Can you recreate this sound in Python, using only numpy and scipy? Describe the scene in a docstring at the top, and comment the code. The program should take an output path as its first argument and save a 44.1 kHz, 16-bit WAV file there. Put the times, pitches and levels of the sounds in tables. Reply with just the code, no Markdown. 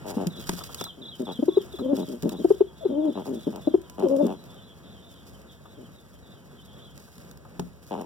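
"""Pigeons courting in a loft

Pigeons court close by in a wire-mesh loft. Drawn-out coos and short hoots are sums of harmonics
shaped by the throat; rattling growls are pulse trains that ring the crop and the beak.
Feathers brush as grainy filtered noise, and feet tick, scuff and knock as noise bursts and board modes.
Small birds twitter farther off in gliding sines, over an outdoor rumble of filtered noise and a low hum."""
import sys
import numpy as np
from scipy import signal
from scipy.fft import rfft, irfft, next_fast_len
from scipy.io import wavfile
from scipy.ndimage import map_coordinates

SR = 44100
rng = np.random.default_rng(int(sys.argv[2]) if len(sys.argv) > 2 else 0)


def int16_out(signal):
    """Quantize to a 16-bit WAV file."""
    q = np.round(np.clip(np.atleast_2d(signal).T, -1, 1) * 32767)
    wavfile.write(sys.argv[1], SR, q.astype(np.int16))


N = 355357  # length in samples


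def amp(db):
    """Logarithmic level: decibels become an amplitude ratio."""
    return 10 ** (np.asarray(db) / 20)


def unit(x):
    """Normalization: scale to an rms of 1."""
    return x / np.sqrt(np.mean(x ** 2) + 1e-20)


def along(points, hz):
    """Spectral interpolation: read (Hz, value) points on a logarithmic frequency axis."""
    point_hz, values = np.transpose(points)
    return np.interp(np.log(hz + 1), np.log(point_hz + 1), values)


def clock(length):
    """Sampling: the sample times of a sound of this length, in seconds."""
    return np.arange(int(length * SR)) / SR


def add(track, start, sound):
    """Superposition: mix a sound into the track at a start time in seconds."""
    room = track[max(round(start * SR), 0):][:len(sound)]
    room += sound[:len(room)]


def wobble(rate, size=N):
    """Band-limited fluctuation: a smooth random curve with this many knots a second."""
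    knots = rng.standard_normal(int(size * rate / SR) + 4)
    return map_coordinates(knots, [np.arange(size) * rate / SR])


def filtered(x, response):
    """Linear filtering: multiply the spectrum by a complex response of frequency."""
    size = next_fast_len(N + SR // 2)
    spectrum = rfft(x, size) * response(np.fft.rfftfreq(size, 1 / SR))
    return irfft(spectrum, size)[..., :N]


def coloured(x, spectrum, size=8192):
    """Minimum-phase resonance: ring x through a causal filter of unit energy."""
    cepstrum = irfft(np.log(amp(along(spectrum, np.fft.rfftfreq(size, 1 / SR)))))
    # folding the cepstrum onto positive times makes the filter causal
    cepstrum[1:size // 2] *= 2
    cepstrum[size // 2 + 1:] = 0
    ring = irfft(np.exp(rfft(cepstrum)))
    return signal.oaconvolve(x, ring / np.linalg.norm(ring))[:N]


def echo(x, decay):
    """Diffuse reverberation: convolve with a noise tail in which each frequency dies at its own speed."""
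    hz, t, bins = signal.stft(rng.standard_normal(SR // 2), SR, nperseg=256)
    fading = bins * amp(-60 * t / along(decay, hz)[:, None])
    tail = signal.istft(fading, SR, nperseg=256)[1]
    return signal.oaconvolve(x, tail / np.linalg.norm(tail))[:N]


def cycles(hz):
    """Phase accumulation: integrate a pitch curve into radians."""
    return 2 * np.pi * np.cumsum(hz) / SR


def slur(length, start_hz, end_hz, waver):
    """Frequency glide: a whistled sine slides fast at first, then settles."""
    u = clock(length) / length
    hz = end_hz + (start_hz - end_hz) * (1 - u) ** 2
    hz = hz * (1 + waver * wobble(400, size=len(u)))
    return np.sqrt(2 * np.sin(np.pi * u)) * np.sin(cycles(hz))


# Held coos, one table each. Each row: time in seconds, pitch in Hz, relative levels of the
# fundamental and of the octave in dB.
COO_CURVES = [
    [(1.815, 235.5, -46, -42.5), (1.86, 269, -27.5, -30), (1.878, 261.3, -28, -34.5),
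     (1.895, 274.5, -25.5, -28), (1.915, 290.7, -27.5, -26.5), (1.933, 279.6, -14, -30.5),
     (1.957, 256.2, -35.5, -31)],
    [(2.908, 275.6, -28.5, -32.5), (2.95, 280.8, -31, -34), (2.99, 304.6, -19.5, -32),
     (3.02, 308.6, -26, -34.5), (3.055, 318, -18.5, -36), (3.084, 293, -22, -30), (3.113, 265, -31.5, -48)],
    [(4.055, 281.3, -30.5, -20), (4.085, 257.4, -31.5, -29), (4.118, 274.7, -26, -23),
     (4.14, 281.2, -23.5, -21), (4.18, 263.6, -29, -29), (4.21, 297.6, -21.5, -19.5),
     (4.232, 284.5, -19.5, -29), (4.258, 247, -23, -26.5)],
]
# Throat resonance. Each row: frequency in Hz, relative harmonic strength in dB.
THROAT_RESONANCE = [(200, 3), (420, -5.5), (570, -3), (660, -7), (780, -43.5), (880, -20.5), (1050, -30),
                    (1300, -43), (2000, -48)]


def coos():
    """Harmonic source and throat resonance: a strong octave; the lower the pitch, the more it rattles."""
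    out = np.zeros(N)
    for rows in COO_CURVES:
        times, *columns = np.transpose(rows)
        t = clock(times[-1] - times[0])
        hz, low_db, octave_db = (np.interp(times[0] + t, times, column) for column in columns)
        rough = np.clip((310 - hz) / 45, .3, 1)
        phase = cycles(hz * (1 + .03 * rough * wobble(220, size=len(t))))
        flutter_db = 1.6 * wobble(260, size=len(t)) + 1.8 * np.sin(2 * np.pi * 70 * t)
        rattle = amp(rough * flutter_db)
        voice = amp(low_db + 2.5) * np.sin(phase) + amp(octave_db + 3.0) * np.sin(2 * phase)
        for k in range(3, 6):
            overtone_db = octave_db + 8 - 2.1 * (k - 2) + along(THROAT_RESONANCE, k * hz)
            voice += amp(overtone_db) * np.sin(k * phase)
        fade = np.clip(np.minimum(t, t[-1] - t) / .008, 0, 1)
        add(out, times[0], voice * fade * rattle)
    return out


# Hoots, in runs that mostly climb. 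Each row: start in seconds, pitch in Hz, relative level in dB.
HOOT_NOTES = [(1.39, 242, -25), (1.425, 288, -19.5), (1.481, 361, -12), (1.57, 385.4, -9.5),
              (2.445, 346.4, -11), (2.505, 405, -7.5), (2.607, 391.5, -8.5), (3.672, 296, -16),
              (3.741, 358.5, -9.5)]
# Falling notes that lead into or out of a call. Each row: start in seconds, length in seconds,
# pitch in Hz, relative level in dB.
SCOOP_NOTES = [(0.167, 0.019, 224, -26.5), (0.264, 0.034, 173.8, -27), (1.737, .027, 357.5, -34),
               (2.851, .027, 371, -16.5), (4.028, 0.049, 354, -18)]
HOOT_S = 0.019  # length
HOOT_FALL, SCOOP_FALL = -.055, 0.27  # fall in pitch as a share; a hoot rises a little
HOOT_TILT_DB = -5  # step from one overtone to the next at the usual level
HOOT_BRIGHTENS, HOOT_USUAL_DB = 0.24, -11.5  # the step eases by this much per dB over the usual level


def hoots():
    """Harmonic source with an onset transient: each note snaps open a little sharp, then is choked off."""
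    out = np.zeros(N)
    notes = [(start, HOOT_S, hz, HOOT_FALL, db) for start, hz, db in HOOT_NOTES]
    notes += [(start, length, hz, SCOOP_FALL, db) for start, length, hz, db in SCOOP_NOTES]
    for start, length, hz, fall, db in notes:
        t = clock(length)
        u = t / length
        snap = .25 * np.exp(-t / .002)
        phase = cycles(hz * (1 + fall * (.5 - u) + snap + .03 * wobble(400, size=len(t))))
        tilt_db = HOOT_TILT_DB + HOOT_BRIGHTENS * (db - HOOT_USUAL_DB)
        voice = np.zeros(len(t))
        for k in range(1, 5):
            voice += amp(along(THROAT_RESONANCE, k * hz) + tilt_db * (k - 1)) * np.sin(k * phase)
        add(out, start, amp(db + 6.0) * voice * np.sin(np.pi * u ** 0.6) ** 1.26)
    return out


# Thin whistles among the calls. Each row: start in seconds, length in seconds, first pitch in Hz,
# last pitch in Hz, relative level in dB.
WHISTLE_NOTES = [(1.491, 0.12, 1116, 1095, -57.5), (2.65, 0.14, 962, 880, -63),
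                 (2.807, .04, 676, 625, -41.5), (2.828, 0.044, 622, 439, -36),
                 (3.775, 0.13, 1010, 970, -62), (3.873, 0.24, 980, 1020, -57.5)]


def whistles():
    """Pure-tone glides: each whistle is one sine that slides slightly or steeply."""
    out = np.zeros(N)
    for start, length, start_hz, end_hz, db in WHISTLE_NOTES:
        add(out, start, amp(db) * slur(length, start_hz, end_hz, waver=.008))
    return out


SLOWING, PULSE_JITTER = .12, .05  # sag of the pulse rate and scatter of the pulses, as shares
SWELL_SKEW, SWELL_SHAPE = 0.71, 0.53  # exponents: a growl peaks early, then runs out of air


def pulses(rows, rate, scatter_db):
    """Relaxation oscillation: uneven pulses into crop and beak swell, then slow and fade with the pressure."""
    out = np.zeros((2, N))
    for start, length, crop_db, beak_db in rows:
        chance = rng.standard_normal((24, 2))
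        beat = np.arange(min(int(length * rate) + 1, len(chance)))
        late, size = chance[:len(beat)].T
        u = (beat + .5) / len(beat)
        at = start + (beat * (1 + SLOWING * (u - 1)) + PULSE_JITTER * late) / rate
        swell = np.sin(np.pi * u ** SWELL_SKEW) ** SWELL_SHAPE
        strength = np.sqrt(SR / rate) * swell * amp(scatter_db * np.tanh(size))
        spots = np.clip((at * SR).astype(int), 0, N - 1)
        out[:, spots] += strength * amp([[crop_db], [beak_db]])
    return out


# Closed-beak purrs. Each row: start in seconds, length in seconds, relative level in dB.
PURR_CALLS = [(.366, .05, -41.5), (.973, .1, -45), (1.196, .04, -28), (2.082, .095, -32.5),
              (2.24, .05, -22.5), (2.386, .035, -30.5), (3.269, .125, -31), (3.468, .038, -23.5),
              (5.775, .08, -45)]
# Open-beak rasps. Each row: start in seconds, length in seconds, relative level in dB,
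# ring of the crop over the rasp in dB.
RASP_CALLS = [(0.046, .125, -41.5, 2.5), (0.172, .09, -37.5, 6.5), (1.27, .055, -38, 1.5),
              (1.977, .07, -43.5, 15.5), (2.319, .045, -43.5, 10), (3.155, .07, -39, 7),
              (3.257, .038, -44.5, -0.5), (3.529, .07, -43, 3), (3.983, .09, -37, 5), (4.263, .095, -39, 6),
              (7.91, .06, -33.5, -0.5), (7.968, .085, -41, 4)]
# Resonance of the swollen crop. Each row: frequency in Hz, relative gain in dB.
CROP_RESONANCE = [(60, -48.5), (130, -12), (180, 6.5), (240, 7), (400, 2.5), (520, -10.5), (620, -3),
                  (760, -56), (1500, -54.5), (3000, -75.5)]
# Resonance of the open beak. Each row: frequency in Hz, relative gain in dB.
BEAK_RESONANCE = [(200, -32), (450, 0), (650, 1.5), (880, 2.5), (1080, -8), (1500, -19), (2100, -24.5),
                  (3000, -19.5), (4500, -33), (15000, -51.5)]
PURR_RATE, RASP_RATE = 125, 92  # nominal pulses per second
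PURR_BEAK_DB = -26.5  # leak through the closed beak
# the purr at either end of a coo: length, level going in, level over the coo's last fundamental
CREAK_S, CREAK_IN_DB, CREAK_OUT_DB = .04, -29.5, 2.5
RASP_NOISE, PUFF_T60_S = .65, .032  # air noise over the pulses, and its t60 after each pulse


def growls():
    """Pulse-excited resonance: slow pulses of the syrinx ring the crop; an open beak adds a brighter rasp."""
    creaks = [(coo[0][0] - 0.55 * CREAK_S, CREAK_S, CREAK_IN_DB) for coo in COO_CURVES]
    creaks += [(coo[-1][0] - .75 * CREAK_S, CREAK_S, coo[-1][2] + CREAK_OUT_DB) for coo in COO_CURVES]
    closed = [(start, length, db, db + PURR_BEAK_DB) for start, length, db in list(PURR_CALLS) + creaks]
    opened = [(start, length, db + crop_db, db) for start, length, db, crop_db in RASP_CALLS]
    purring = pulses(closed, PURR_RATE, scatter_db=4.5)
    rasping = pulses(opened, RASP_RATE, scatter_db=1.36)
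    crop, beak = purring + rasping
    # each pulse lets out a decaying puff of noisy air
    puff = amp(-60 * clock(.04) / PUFF_T60_S)
    breath = signal.oaconvolve(beak, puff / np.linalg.norm(puff))[:N] * rng.standard_normal(N)
    return coloured(crop, CROP_RESONANCE) + coloured(beak + RASP_NOISE * breath, BEAK_RESONANCE)


def husky(voice, rasp_db):
    """Flow-modulated turbulence: air hisses through the beak on each open half of the cycle."""
    hiss = np.maximum(voice, 0) * rng.standard_normal(N)
    return voice + amp(rasp_db) * coloured(hiss, BEAK_RESONANCE)


# Shuffles, when a bird shifts and its plumage brushes. Each row: start in seconds, length in seconds,
# relative level in dB.
SHUFFLE_MOVES = [(0.06, 0.14, -54), (0.386, 0.4, -49.5), (1.133, .68, -60.5), (1.944, 0.15, -53),
                 (2.203, 0.33, -58.5), (3.16, .52, -61), (3.99, 0.31, -60.5), (5.09, .3, -64),
                 (6.941, 0.33, -61), (7.812, 0.15, -62.5)]
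# Sharp clicks of claws and quills. Each row: time in seconds, relative level in dB.
TICK_HITS = [(.2698, -22.5), (.7452, -22.5), (1.9674, -32.5), (2.2233, -29), (2.2927, -26), (3.5598, -35),
             (3.8975, -33), (3.9968, -35), (4.1639, -34), (4.2667, -32.5), (6.977, -38), (7.3123, -37.5),
             (8.013, -36.5)]
# Knocks on wood, played also by knocks(). Each row: time in seconds, relative level of the crack in dB,
# relative level of the thud in dB.
KNOCK_HITS = [(0.4919, -10.5, -23), (0.5308, -55, -29), (0.8109, -16.5, -31.5), (2.2306, -28.5, -22),
              (7.5952, -20.5, -22.5), (7.617, -49, -38)]
# Plumage spectrum. Each row: frequency in Hz, relative gain in dB.
FEATHER_SPECTRUM = [(300, -10.5), (1200, 5), (2500, 2.5), (5200, 5), (8000, 0.5), (15500, -2.5)]
# Turn from shared to separate noise left and right. Each row: frequency in Hz, angle in radians.
FEATHER_WIDTH = [(3000, 0.042), (5500, .35), (8000, 0.74), (15000, 1)]
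STILL_DB = -69.5  # relative brushing of birds at rest
SHUFFLE_RISE, SHUFFLE_RELEASE_S = .2, 0.086  # rise as a share of the length, centred on the start; decay
QUILL_RATE, QUILL_DB, QUILL_SPREAD_DB = 22, 8.5, 8  # random ticks: mean per s, level over motion, scatter
KNOCK_TICK_DB = -13.5  # click of the claw in a knock, against its crack
TICK_RISE_S, TICK_T60_S = 0.00083, 0.013


def feathers():
    """Friction noise: grainy brushing in stereo, with random ticks that grow with the motion and set clicks."""
    now = np.arange(N) / SR
    motion = np.full(N, amp(STILL_DB))
    for start, length, db in SHUFFLE_MOVES:
        rise = np.clip((now - start) / (SHUFFLE_RISE * length) + .5, 0, 1)
        fall = np.exp(-np.maximum(now - start - length, 0) / SHUFFLE_RELEASE_S)
        motion = np.maximum(motion, amp(db) * rise * fall)
    grain = unit(amp(2.85 * wobble(700) + 4.06 * wobble(55)))
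    brush = amp(3.5) * motion * grain
    quills = rng.random(N) < QUILL_RATE / SR
    contacts = quills * motion * amp(QUILL_DB + QUILL_SPREAD_DB * rng.standard_normal(N))
    claws = [(start, crack_db + KNOCK_TICK_DB) for start, crack_db, thud_db in KNOCK_HITS]
    for start, db in list(TICK_HITS) + claws:
        add(contacts, start, [amp(db + 1.5)])
    t = clock(.03)
    tick = amp(-60 * t / TICK_T60_S) * (1 - np.exp(-t / TICK_RISE_S))
    strength = np.hypot(brush, signal.oaconvolve(contacts, tick)[:N])
    noises = rng.standard_normal((3, N))
    shared, *own = (coloured(strength * noise, FEATHER_SPECTRUM) for noise in noises)
    middle = filtered(shared, lambda hz: np.cos(along(FEATHER_WIDTH, hz)))
    sides = filtered(np.array(own), lambda hz: np.sin(along(FEATHER_WIDTH, hz)))
    return middle + sides


# Feet scraping the perch. Each row: time in seconds, relative level in dB.
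SCUFF_HITS = [(.585, -37), (.611, -34), (.696, -40), (.868, -40), (1.79, -35.5), (2.296, -43), (5.658, -46),
              (7.081, -48.5), (7.453, -45)]
# Modes of the loft boards. Each row: frequency in Hz, relative level in dB, t60 in seconds.
BOARD_MODES = [(178.3, -1, 0.081), (245, -3, 0.051), (376, 7, 0.022), (597, -8.5, 0.029),
               (1020, -1.5, 0.0087)]
# Spectrum of the sharp contact. Each row: frequency in Hz, relative gain in dB.
CRACK_SPECTRUM = [(300, 11), (800, 15), (1500, 2), (2500, 0), (4000, 1), (7000, -4.5), (15000, -14.5)]


def knocks():
    """Impact and modal ringing: a sharp contact, then dull board modes; scuffs decay more slowly than cracks."""
    cracks, thuds, scuffs = np.zeros((3, N))
    t = clock(0.35)
    snap = amp(-60 * t / .02) * (1 - np.exp(-t / .0005))
    for start, crack_db, thud_db in KNOCK_HITS:
        add(cracks, start, amp(crack_db - 1.5) * snap * rng.standard_normal(len(t)))
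        ring = np.zeros(len(t))
        for hz, db, t60 in BOARD_MODES:
            ring += amp(db + rng.normal(0, 1.6) - 60 * t / t60) * np.sin(2 * np.pi * hz * t)
        add(thuds, start, amp(thud_db + 3.5) * ring * (1 - np.exp(-t / 0.0025)))
    for start, db in SCUFF_HITS:
        add(scuffs, start - .003, amp(db - 60 * t / 0.077) * rng.standard_normal(len(t)))
    scrape = coloured(scuffs, [(300, -3.0), (1200, 3.5), (2200, -20.5), (12000, -27.5)])
    return coloured(cracks, CRACK_SPECTRUM) + thuds + scrape


# Songs, the phrase repeated evenly. Each row: start in seconds, number of phrases, period in seconds,
# relative level of the first in dB, fade per phrase in dB, direct share from 0 to 1.
SONG_RUNS = [(.301, 2, 0.26, -49.5, 4.5, 0.39), (.781, 6, .235, -42.5, 2, 0.88),
             (2.3, 2, 0.22, -54, 10.5, 0.7), (2.775, 1, 0.2, -59, 0, 0.31), (3.075, 3, .26, -55.5, .5, .2),
             (4.561, 2, .27, -60, 2.5, .2), (5.63, 1, .24, -63, 0, 0.07), (6.24, 1, 0.2, -63, 0, 0.03),
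             (6.56, 2, .2, -65.5, -5, 0.15)]
# Notes of the twitter phrase. Each row: delay in seconds, length in seconds, first pitch in Hz,
# last pitch in Hz, relative level in dB.
PHRASE_NOTES = [(0, 0.032, 3950, 3380, 2), (.035, .028, 3950, 3380, 3.5), (.066, .02, 4080, 3820, 2.5),
                (.085, .056, 3850, 3100, -1.5)]
# Single cheeps. Each row: start in seconds, first pitch in Hz, relative level in dB.
CHEEP_NOTES = [(4.197, 3607, -55), (4.353, 4070, -57.5), (4.46, 3640, -57), (4.995, 3740, -57),
               (5.92, 3900, -62.5)]
# Reverberation of the yard. Each row: frequency in Hz, t60 in seconds.
YARD_DECAY = [(1000, 0.5), (8000, 0.12)]
CHEEP_S, CHEEP_FALL_HZ = .06, 173  # length and fall


def small_birds():
    """Direct-to-reverberant ratio: falling notes, the farther ones mostly as echoes of the yard."""
    near, far = np.zeros((2, N))
    for start, phrases, period, db, fade_db, direct in SONG_RUNS:
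        direct = np.clip(direct, 0, .95)
        for k in range(round(phrases)):
            for delay, length, start_hz, end_hz, note_db in PHRASE_NOTES:
                shift = 1 + 0.0088 * rng.standard_normal()
                note = slur(length, start_hz * shift, end_hz * shift, waver=0.015)
                note = amp(db - k * fade_db + note_db) * note
                at = start + k * period + delay
                add(near, at, direct * note)
                add(far, at, np.sqrt(1 - direct ** 2) * note)
    for start, hz, db in CHEEP_NOTES:
        add(far, start, amp(db) * slur(CHEEP_S, hz, hz - CHEEP_FALL_HZ, waver=0.027))
    return near + echo(far, YARD_DECAY)


def distant_flock(level_db):
    """Reverberant field: faint falling notes at random moments, blurred by the yard."""
    out = np.zeros(N)
    for when, pitch, length, size in rng.random((110, 4)):
        top_hz = 3350 + 650 * pitch
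        note = slur(.03 + .04 * length, top_hz, top_hz - 420, waver=.025)
        add(out, .3 + 6.6 * when, amp(level_db - 8 * size) * note)
    return echo(out, YARD_DECAY)


# Spectrum of the outdoor rumble. Each row: frequency in Hz, relative gain in dB.
RUMBLE_SPECTRUM = [(20, -39), (45, -15.5), (65, 0.5), (100, 0), (170, 1), (300, -9), (500, -10), (600, -8),
                   (750, -16), (1250, -19.5), (2000, -23), (2600, -27.5), (4000, -29.5), (15000, -41.5)]
# Course of the rumble. Each row: time in seconds, relative level in dB.
RUMBLE_COURSE = [(0.0, -44), (0.49, -50.5), (6.69, -53), (8.06, -51)]


def outdoors():
    """Filtered noise and a modulated tone: distant rumble with a low, wavering hum."""
    level_db = np.interp(np.arange(N) / SR, *np.transpose(RUMBLE_COURSE))
    rumble = amp(level_db + 3 + 1.6 * wobble(9)) * coloured(rng.standard_normal(N), RUMBLE_SPECTRUM)
    hum = np.sin(cycles(66.5 + 2 * wobble(10))) * amp(2.2 * wobble(5))
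    return rumble + amp(-57.5) * hum


# Phase between left and right. Each row: frequency in Hz, lead of the left in radians.
LEFT_LEAD = [(60, -2.3), (160, -.9), (260, .4), (400, 1), (580, -1.8), (800, -.8), (1100, -.1), (1500, -.5),
             (1800, -2.3), (2160, -np.pi)]
# Strength of left over right. Each row: frequency in Hz, difference in dB before the tilt factor.
LEFT_BALANCE = [(160, 0), (280, 2), (400, 4.5), (600, 9), (850, 1), (1500, -2), (2500, 0), (6500, -1),
                (10500, -9)]
OPPOSITION_HZ = 2160  # left and right are in opposition here and at every multiple


def stereo_filter(x, tilt):
    """Stereo filter: left and right differ in phase and strength from one frequency to the next."""
    side = np.array([[.5], [-.5]])  # half the difference goes to each channel, with opposite signs

    def response(hz):
        """Complex transfer function: gain and phase of both channels."""
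        steady_turn = 2 * np.pi * np.maximum(hz / OPPOSITION_HZ - 1, 0)
        lead = np.interp(hz, *np.transpose(LEFT_LEAD)) - steady_turn
        return amp(side * tilt * along(LEFT_BALANCE, hz)) * np.exp(1j * side * lead)

    return filtered(x, response)


# Reverberation of the loft. Each row: frequency in Hz, t60 in seconds.
LOFT_DECAY = [(150, 0.41), (400, 0.18), (1000, 0.1), (4000, 0.021), (15000, 0.13)]
SLAP_S, SLAP_DB = .037, -25.5  # the far wall throws the voices back: delay, level
WALL_VOICE_DB, WALL_MOVEMENT_DB, WALL_YARD_DB = -21.5, -10, -15  # what the walls scatter of each source


def scene():
    """Superposition of fields: close pigeons, the loft's answer, the yard and a two-channel hiss."""
    voices = husky(coos(), rasp_db=-23) + husky(hoots() + whistles(), rasp_db=-23) + growls()
    voices = voices + amp(SLAP_DB) * filtered(voices, lambda hz: np.exp(-2j * np.pi * hz * SLAP_S))
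    movement = knocks() + feathers()
    yard = small_birds() + distant_flock(level_db=-60.5) + outdoors()
    scattered = amp(WALL_VOICE_DB) * voices + amp(WALL_MOVEMENT_DB) * movement + amp(WALL_YARD_DB) * yard
    walls = np.array([echo(side, LOFT_DECAY) for side in scattered])
    hiss = amp(-74) * rng.standard_normal((2, N))
    close = stereo_filter(voices + amp(-20.5) * echo(voices, LOFT_DECAY), tilt=0.95)
    around = stereo_filter(movement + hiss + walls, tilt=0.8)
    return close + around + stereo_filter(yard, tilt=.1)


def record(dry):
    """Band limiting: nothing is kept from 15900 Hz up."""
    return filtered(dry, lambda hz: hz < 15900)


dry = scene()
out = record(dry)
int16_out(out)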